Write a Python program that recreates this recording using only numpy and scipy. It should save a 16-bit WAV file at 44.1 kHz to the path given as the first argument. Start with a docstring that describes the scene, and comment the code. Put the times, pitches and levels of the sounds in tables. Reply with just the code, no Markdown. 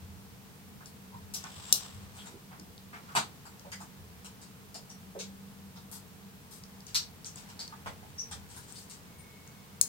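"""Small revolver worked by hand

A small steel revolver is handled close to a stereo microphone in a dead little workroom that hums faintly.
Its freed cylinder whirs and is caught with a snap, its pin clacks twice, and at last the hammer clicks back.
Uneven impacts excite clinks, knocks and ticks; damped modes ring in the snaps; filtered noise makes
the rubs, creaks, squeaks, ringing bodies, whir and hum; a wavering sine sings at the pivot.
Short reflections surround the impacts.
"""
import sys
import numpy as np
from scipy import signal
from scipy.fft import rfft, irfft, next_fast_len
from scipy.io import wavfile
from scipy.ndimage import uniform_filter1d

SR = 44100
rng = np.random.default_rng(int(sys.argv[2]) if len(sys.argv) > 2 else 0)


def generate_wav(sig):
    """Save sig (samples, or channels by samples) to the path in sys.argv[1] as 16-bit PCM at SR."""
    pcm = np.round(np.clip(np.atleast_2d(sig).T, -1, 1) * 32767).astype(np.int16)
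    wavfile.write(sys.argv[1], SR, pcm)


N = 435708
SIZE = 32768   # samples in one short sound
AGE = np.arange(SIZE) / SR   # seconds into a short sound
HZ = np.maximum(np.arange(SIZE // 2 + 1) * SR / SIZE, 1)
LEFT_LEAD_S = 0.0002215   # sound reaches the left port this much earlier


def from_db(db):
    """Decibels to gain."""
    return 10 ** (np.asarray(db) / 20)


def rms_one(x):
    """Scale to unit power."""
    return x / np.sqrt(np.mean(x ** 2) + 1e-20)


def energy_one(x):
    """Scale one short sound to unit energy a channel."""
    return rms_one(x) / np.sqrt(SIZE / SR)


def in_time(points):
    """Read a (time, level) curve at every sample."""
    s, level = np.transpose(points)
    return np.interp(np.arange(N) / SR, s, level)


def at_hz(points, hz):
    """Read a spectrum on a log-frequency axis."""
    f, value = np.transpose(points)
    return np.interp(np.log(hz), np.log(f), value)


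def peak_db(hz, centre_hz, width_hz):
    """A steep-sided resonance, 3.5 dB down about half a width either side of its centre."""
    detuning = (hz ** 2 - centre_hz ** 2) / (hz * width_hz * np.sqrt(2))
    return -20 * np.log10(1 + detuning ** 2)


def colour(x, db):
    """Causal (minimum-phase) filter with the given gain at HZ, for short sounds."""
    cepstrum = irfft(np.log(from_db(db)))
    # fold the cepstrum onto positive time, which makes the phase minimum
    cepstrum[1:SIZE // 2] *= 2
    cepstrum[SIZE // 2 + 1:] = 0
    return irfft(rfft(x) * np.exp(rfft(cepstrum)))


def add(out, s, sound):
    """Mix a short sound in at time s."""
    start = round(s * SR)
    out[:, start:start + SIZE] += sound[:, :N - start]


def envelope(start_s, attack_s, hold_s, release_s):
    """Rise linearly to full strength at start_s, hold, then die away exponentially."""
    age = np.arange(N) / SR - start_s
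    rise = np.clip(1 + age / attack_s, 0, 1)
    return rise * np.exp(-np.maximum(age - hold_s, 0) / release_s)


def diffuse(shape_db, size):
    """Stereo noise from all around: most alike in the low range, unrelated at the top; the left leads."""
    # how alike left and right are: hz, likeness (0-1)
    likeness = [(60, 0.17), (130, 0.95), (290, 0.52), (640, 0.82), (1400, 0.14), (15000, 0)]
    length = next_fast_len(size, real=True)
    hz = np.maximum(np.arange(length // 2 + 1) * SR / length, 1)
    alike = np.clip(at_hz(likeness, hz), -1, 1)
    noise = rfft(rng.standard_normal((2, length))) * from_db(shape_db(hz))
    mid, side = noise * np.sqrt([1 + alike, 1 - alike])
    left = mid + side
    right = (mid - side) * np.exp(-2j * np.pi * hz * LEFT_LEAD_S)
    return rms_one(irfft(np.array([left, right]), length)[:, :size])


def room(build_s=.008, floor_s=.0105, floor_db=4.0):
    """Reflections: first from the hands, then more from the floor, each band dying at its own rate."""
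    # decay time of the reflections: hz, t60_s
    decay = [(200, 0.32), (1000, 0.19), (4000, 0.21), (8000, 0.19), (14000, 0.17)]
    noise = rfft(diffuse(np.zeros_like, size=SIZE))
    centres = np.log(np.array(decay)[:, 0])
    tail = 0
    for (hz, t60_s), own in zip(decay, np.eye(len(decay))):
        band = np.interp(np.log(HZ), centres, own)   # crossfades into its neighbours
        tail = tail + irfft(noise * band) * from_db(-60 * AGE / t60_s)
    build = 1 - np.exp(-AGE / build_s * np.pi)
    floor = from_db(floor_db * (AGE > floor_s))
    return energy_one(tail * build * floor) / np.sqrt(SR)


def heard(sound, reflections, direct_db, room_db):
    """The straight path reaches the left port first; the reflections come from everywhere."""
    # what the left port adds to sound from straight ahead: hz, gain_db
    on_axis = [(3000, 0), (5000, 1), (7000, 2.5), (9000, 6), (12000, 4), (15000, 1)]
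    left = colour(sound, at_hz(on_axis, HZ))
    right = np.interp(AGE - LEFT_LEAD_S, AGE, sound, left=0)
    reflected = irfft(rfft(sound) * rfft(reflections))
    return from_db(direct_db) * np.array([left, right]) + from_db(room_db) * reflected


def chatter(slide_s, per_s=2500, uneven_db=8.5):
    """A run of tiny uneven impacts that dies away."""
    sizes = rng.standard_normal(SIZE) * from_db(uneven_db * rng.standard_normal(SIZE))
    touches = sizes * (rng.random(SIZE) < per_s / SR)
    return energy_one(touches * np.exp(-AGE / slide_s))


def friction(spectrum, level_db, grain_db, grain_s=0.0051):
    """Sliding noise, roughened by the grain of the surfaces."""
    grain = rms_one(uniform_filter1d(rng.standard_normal(N), int(grain_s * SR)))
    noise = diffuse(lambda hz: at_hz(spectrum, hz), size=N)
    return from_db(level_db) * rms_one(noise * from_db(grain_db * grain))


def hum():
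    """Two narrow bands of low noise waver like tones of the room over an even hiss."""
    # the drone swells and sinks slowly: time_s, level_db
    drone_level = [(0, -54.5), (.6, -59), (1.2, -53), (1.6, -59.5), (2.6, -56.5), (3.55, -62.5),
                   (3.9, -54.5), (4.3, -60), (5.05, -53.5), (5.2, -48.5), (5.4, -52.5), (6.8, -60.5),
                   (9.4, -66.5), (9.88, -57)]
    # spectrum of the hiss: hz, relative_db
    air = [(15, -37), (25, -14.5), (89, -3.5), (184, -0.5), (307, -12), (371, -15), (449, -8.5), (542, -19),
           (905, -16), (1680, -21), (5520, -25), (10800, -27.5), (14600, -25), (15800, -25.5)]
    drone = diffuse(lambda hz: peak_db(hz, 193.6, width_hz=6.9), size=N)
    rumble = diffuse(lambda hz: peak_db(hz, 86.5, width_hz=20), size=N)
    hiss = diffuse(lambda hz: at_hz(air, hz), size=N)
    return from_db(in_time(drone_level)) * drone + from_db(-64) * rumble + from_db(-52.5) * hiss


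def rub(trim_db=-1.0):
    """Fingers rub on the gun: grainy noise that swells and sinks with the handling."""
    # strength of the rubbing: time_s, level_db (before the trim)
    strength = [(0.0, -62.5), (0.85, -65), (1.32, -60.5), (1.73, -54.5), (1.95, -56), (2.26, -60),
                (2.67, -66), (2.97, -63), (3.11, -54), (3.36, -61), (5.47, -64), (5.86, -65), (6.52, -63.5),
                (7.29, -62), (7.43, -57.5), (9.0, -61), (9.88, -59.5)]
    # spectrum of skin on steel: hz, relative_db
    skin = [(150, -19), (450, -4), (950, 0), (1600, -2), (3000, -6.5), (6000, -11.5), (9000, -15.5),
            (12000, -25)]
    return friction(skin, in_time(strength) + trim_db, grain_db=1.5)


def bumps(centre_hz=85, width_hz=22):
    """Each shift of the grip gives a short low boom of narrow-band noise."""
    # shifts of the grip: start_s (full strength), level_db
    shifts = [(.03, -47), (1.15, -49), (1.58, -51.5), (1.95, -47), (4.0, -53.5), (6.95, -58), (7.45, -65),
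              (7.87, -47.5), (8.32, -49)]
    strength = 0
    for s, db in shifts:
        strength = strength + from_db(db) * envelope(s, attack_s=0.028, hold_s=0.02, release_s=0.17)
    return strength * diffuse(lambda hz: peak_db(hz, centre_hz, width_hz), size=N)


def resonant_swells(rooms):
    """Short swells of noise in one resonance: creaks, squeaks, and the ringing body of clacks and knocks."""
    # swells: start_s, length_s, energy_db, pitch_hz, width_hz
    swells = [(.805, 0.013, -67.5, 1190, 350), (1.11, 0.052, -62, 980, 70),
              (1.338, 0.02, -52.5, 5300, 1900), (1.6, 0.19, -63.5, 7400, 450),
              (2.17, 0.063, -64.5, 3240, 600), (2.31, 0.054, -65.5, 370, 200), (2.57, 0.045, -67, 308, 150),
              (3.07, 0.061, -63, 1260, 304), (3.153, 0.031, -49, 3750, 800), (3.645, 0.03, -63, 590, 403),
              (3.72, 0.011, -59.5, 1900, 500), (4.742, 0.03, -65, 726, 200),
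              (4.895, 0.013, -66.5, 5800, 600), (5.146, 0.026, -54.5, 500, 189),
              (6.946, 0.023, -43.5, 4500, 1290), (6.947, .012, -58, 1320, 400),
              (7.25, 0.033, -59, 6400, 1600), (7.59, 0.034, -55, 4660, 1000),
              (7.722, 0.013, -60.5, 1080, 330), (7.86, 0.02, -62, 585, 250), (8.02, 0.021, -69, 785, 200),
              (8.175, 0.049, -50, 5800, 337), (8.75, 0.033, -67, 4540, 700), (9.17, 0.064, -75, 9000, 700)]
    out = np.zeros((2, N))
    for k, (s, length_s, db, hz, width_hz) in enumerate(swells):
        swell = np.sin(np.pi * np.minimum(AGE / length_s, 1))
        resonance_db = np.maximum(peak_db(HZ, hz, width_hz), -60)
        sound = colour(rng.standard_normal(SIZE) * swell, resonance_db)
        placed = heard(sound, rooms[k % len(rooms)], direct_db=0.5, room_db=1.5)
        add(out, s, from_db(db) * energy_one(placed))
    return out


def contacts(rooms, strike_s=0.0098, first_s=0.001):
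    """Parts strike, weaker the longer they slide, then chatter: steel clinks and the frame knocks."""
    # loose parts meet: start_s, slide_s, clink_db, brightest_hz (of the clink), knock_db
    meetings = [(.8585, .002, -58, 10500, -74), (1.3378, 0.0062, -42.5, 11400, -62),
                (1.44, 0.0092, -71, 8000, -52.5), (2.14, 0.06, -55, 9000, -57.5),
                (2.259, 0.0091, -53.5, 7400, -59), (2.51, .033, -78, 7000, -56.5),
                (2.93, 0.017, -63, 7000, -51), (3.1512, 0.014, -33, 8200, -31),
                (3.4546, .005, -59, 9100, -60.5), (3.718, 0.0048, -48, 8350, -64),
                (3.8044, .006, -56, 9200, -56), (4.2459, .009, -52, 8500, -60.5),
                (4.416, 0.0057, -56, 7400, -67), (4.7442, 0.0045, -47, 7500, -62),
                (4.9009, 0.0055, -59, 7800, -68), (5.1905, .014, -42.5, 6800, -68),
                (5.76, .01, -57.5, 6000, -63), (5.9141, 0.017, -47, 11300, -63),
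                (6.5102, 0.025, -53, 11500, -70), (6.8674, 0.04, -52, 7200, -62),
                (6.9458, 0.0041, -30, 7660, -68.5), (7.2455, 0.025, -52, 8000, -66),
                (7.3583, 0.025, -51.5, 8000, -61.5), (7.4895, 0.0039, -56.5, 8400, -62),
                (7.5927, 0.015, -49.5, 8050, -59), (7.86, 0.0094, -51, 7660, -46.5),
                (8.312, 0.0074, -45, 7300, -52.5), (8.4887, 0.12, -52, 8650, -63),
                (8.565, 0.0035, -53, 10000, -61), (8.6813, 0.016, -56, 8500, -66),
                (8.745, .039, -51, 9100, -79), (8.897, 0.032, -50.5, 8500, -70)]
    # resonances of the frame, heard in every contact: centre_hz, width_hz, boost_db
    frame = [(903, 300, 11.5), (1390, 190, 6.5), (2080, 230, 0), (2660, 250, -1), (3520, 160, -1.5),
             (4780, 590, 1.5), (7690, 250, 2.5)]
    # the clink slides as one shape with the hardness of the contact: multiple_of_brightest_hz, relative_db
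    clink_shape = [(.12, -26), (.24, -15), (.34, -6.5), (.58, -4), (.8, -2.5), (1, -3), (1.2, -9.5),
                   (1.6, -18), (2.2, -27)]
    # the knock of the frame, damped by the hands: hz, relative_db
    knock_shape = [(40, -38), (160, 2), (230, -8.5), (320, -6), (500, -13.5), (780, -7), (2000, -2),
                   (4700, -20), (13000, -55)]
    frame_db = sum(db * np.exp(-((HZ - hz) / width) ** 2) for hz, width, db in frame)
    out = np.zeros((2, N))
    for k, (s, slide_s, clink_db, bright_hz, knock_db) in enumerate(meetings):
        strike = strike_s / slide_s * chatter(first_s, per_s=22000)
        force = energy_one(chatter(slide_s) + strike)
        clink = colour(force, clink_db + at_hz(clink_shape, HZ / bright_hz) + frame_db)
        knock = colour(force, knock_db + at_hz(knock_shape, HZ) + frame_db)
        # the shielding hands weaken the straight path
        add(out, s, heard(clink, rooms[k % len(rooms)], direct_db=-16.0, room_db=-4.0))
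        add(out, s, heard(knock, rooms[(k + 1) % len(rooms)], direct_db=-6.5, room_db=0.5))
    return out


def ticks(rooms, width_hz=1300):
    """The pawl touches its ratchet: very short bursts in one resonance, nearly dry."""
    # touches of the pawl: start_s, energy_db (before placing), pitch_hz
    touches = [(.8585, -70, 5760), (1.4397, -65, 5460), (2.5966, -71.5, 5370), (2.7792, -73, 4100),
               (3.5943, -73.5, 5530), (4.2459, -87, 7450), (4.2668, -75, 6760), (6.6369, -70, 5200),
               (6.8055, -75, 5030), (6.8674, -69, 5960), (7.2455, -65, 4900), (7.3583, -70, 6900),
               (7.5925, -63, 4600), (7.6776, -65.5, 4580), (8.7227, -70.5, 7550), (9.4745, -76, 6500)]
    out = np.zeros((2, N))
    for k, (s, db, hz) in enumerate(touches):
        burst = chatter(0.0021, per_s=7300)
        sound = energy_one(colour(burst, peak_db(HZ, hz, width_hz)))
        add(out, s, from_db(db) * heard(sound, rooms[k % len(rooms)], direct_db=-1.5, room_db=-7.5))
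    return out


def spin(start_s=1.366, hold_s=0.46, start_db=-55, swell_db_per_s=18.5):
    """The freed cylinder whirs on its pin, growing louder, and fades after it is caught."""
    # spectrum of the whir: hz, relative_db
    whir = [(300, -16), (1000, 7.5), (2100, -6), (2900, 3.5), (3600, 5), (4400, -1), (5100, 2.5),
            (6600, -5), (7400, 2), (7850, 5), (8400, -2), (9300, -6), (11000, -23), (16000, -17)]
    swell_db = swell_db_per_s * np.clip(np.arange(N) / SR - start_s, 0, hold_s)
    noise = friction(whir, start_db + swell_db, grain_db=-2.5)
    return noise * envelope(start_s, attack_s=0.036, hold_s=hold_s, release_s=0.091)


def snap(s, level_db, modes, reflections, direct_db, room_db, crack_db, crack_hz):
    """A spring drives a catch home: damped modes start in turn up and down, under a like-coloured crack."""
    ring = 0
    for k, (hz, db, t60_s) in enumerate(modes):
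        strength = (-1) ** k * from_db(db + rng.standard_normal())
        ring = ring + strength * from_db(-60 * AGE / t60_s) * np.sin(2 * np.pi * hz * AGE)
    bass_cut_db = np.maximum(-10 * np.log10(1 + (crack_hz / HZ) ** 10), -14)
    crack_colour_db = at_hz(np.array(modes)[:, :2], HZ) + bass_cut_db
    crack = colour(chatter(.002, per_s=20000), crack_colour_db)
    sound = ring + from_db(crack_db) * crack
    out = np.zeros((2, N))
    add(out, s, from_db(level_db) * heard(sound, reflections, direct_db, room_db))
    return out


def cylinder_stop(reflections):
    """The stop catches the spinning cylinder and its steel rings for a few milliseconds."""
    # modes of the stop: pitch_hz, relative_db (varied by chance), t60_s
    stop_modes = [(230, -26, .008), (750, -26, .007), (2850, -26, .016), (3560, -20, .018),
                  (3920, -19, .018), (4800, -17, .016), (5300, -14.5, .016), (5850, -14.5, .016),
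                  (6650, -18, .018), (7400, -18, .015), (8700, -16, .016), (9050, -21, .016),
                  (10700, -21, .012), (11750, -17, .014), (13100, -22, .011), (15400, -20, .012)]
    return snap(1.7258, -1, stop_modes, reflections,
                direct_db=-.5, room_db=-5.5, crack_db=-18, crack_hz=2900)


def sing(pitch_hz=2194, waver_hz=16.2, level_db=-64, waver_s=0.0063, rough_db=3.0):
    """The hammer's pivot sings as the thumb draws it back: a stick-slip tone, unsteady in pitch and strength."""
    waver, rough = (rms_one(uniform_filter1d(rng.standard_normal(N), int(waver_s * SR))) for _ in range(2))
    phase = 2 * np.pi * np.cumsum(pitch_hz + waver_hz * waver) / SR
    tone = rms_one(np.sin(phase) * from_db(rough_db * rough))
    return from_db(level_db) * tone * envelope(9.32, attack_s=0.33, hold_s=.07, release_s=0.32)


def hammer(reflections):
    """The hammer clicks back into its catch and its steel rings for a few milliseconds."""
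    # modes of the hammer: pitch_hz, relative_db (varied by chance), t60_s
    hammer_modes = [(4360, -25.5, .016), (4950, -24, .014), (5450, -23.5, .014), (5900, -27, .016),
                    (6560, -14, .021), (7100, -24, .014), (7650, -20, .016), (8400, -33, .012),
                    (9080, -26, .018), (9480, -20, .02), (10700, -33, .012), (12700, -31, .013),
                    (13700, -31, .012), (15400, -29, .013)]
    return snap(9.8126, -0.5, hammer_modes, reflections,
                direct_db=0, room_db=-7.5, crack_db=-19.5, crack_hz=4800)


def ports(x):
    """Each microphone port has its own treble resonance."""
    # colour of each port: hz, gain_db
    left_port = [(1200, -2), (5000, 0.5), (7000, 2), (8800, 6), (9500, 4.5), (10500, -2.5), (12500, 4.5),
                 (15500, 0)]
    right_port = [(1200, -0.5), (5000, -0.5), (7000, -1.5), (8800, -16), (9500, 0), (10300, -61),
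                  (12500, 2.5), (15500, 1)]
    impulse = 1. * (AGE == 0)
    responses = np.array([colour(impulse, at_hz(port, HZ)) for port in (left_port, right_port)])
    return signal.oaconvolve(x, responses, axes=1)[:, :N]


def scene(count=8):
    """The gun moves in the hands, so its reflections change from one sound to the next."""
    rooms = [room() for _ in range(count)]
    gun = rub() + bumps()
    gun += resonant_swells(rooms) + contacts(rooms) + ticks(rooms)
    gun += spin() + cylinder_stop(rooms[0])
    gun += sing() + hammer(rooms[1])
    return ports(gun) + hum()


def record(dry):
    """Full scale limits the peaks; a steep low-pass cuts the top."""
    low_pass = signal.ellip(10, .1, 80, 15900, fs=SR, output="sos")   # cutoff in Hz
    return signal.sosfilt(low_pass, np.clip(dry, -1, 1))


dry = scene()
out = record(dry)
generate_wav(out)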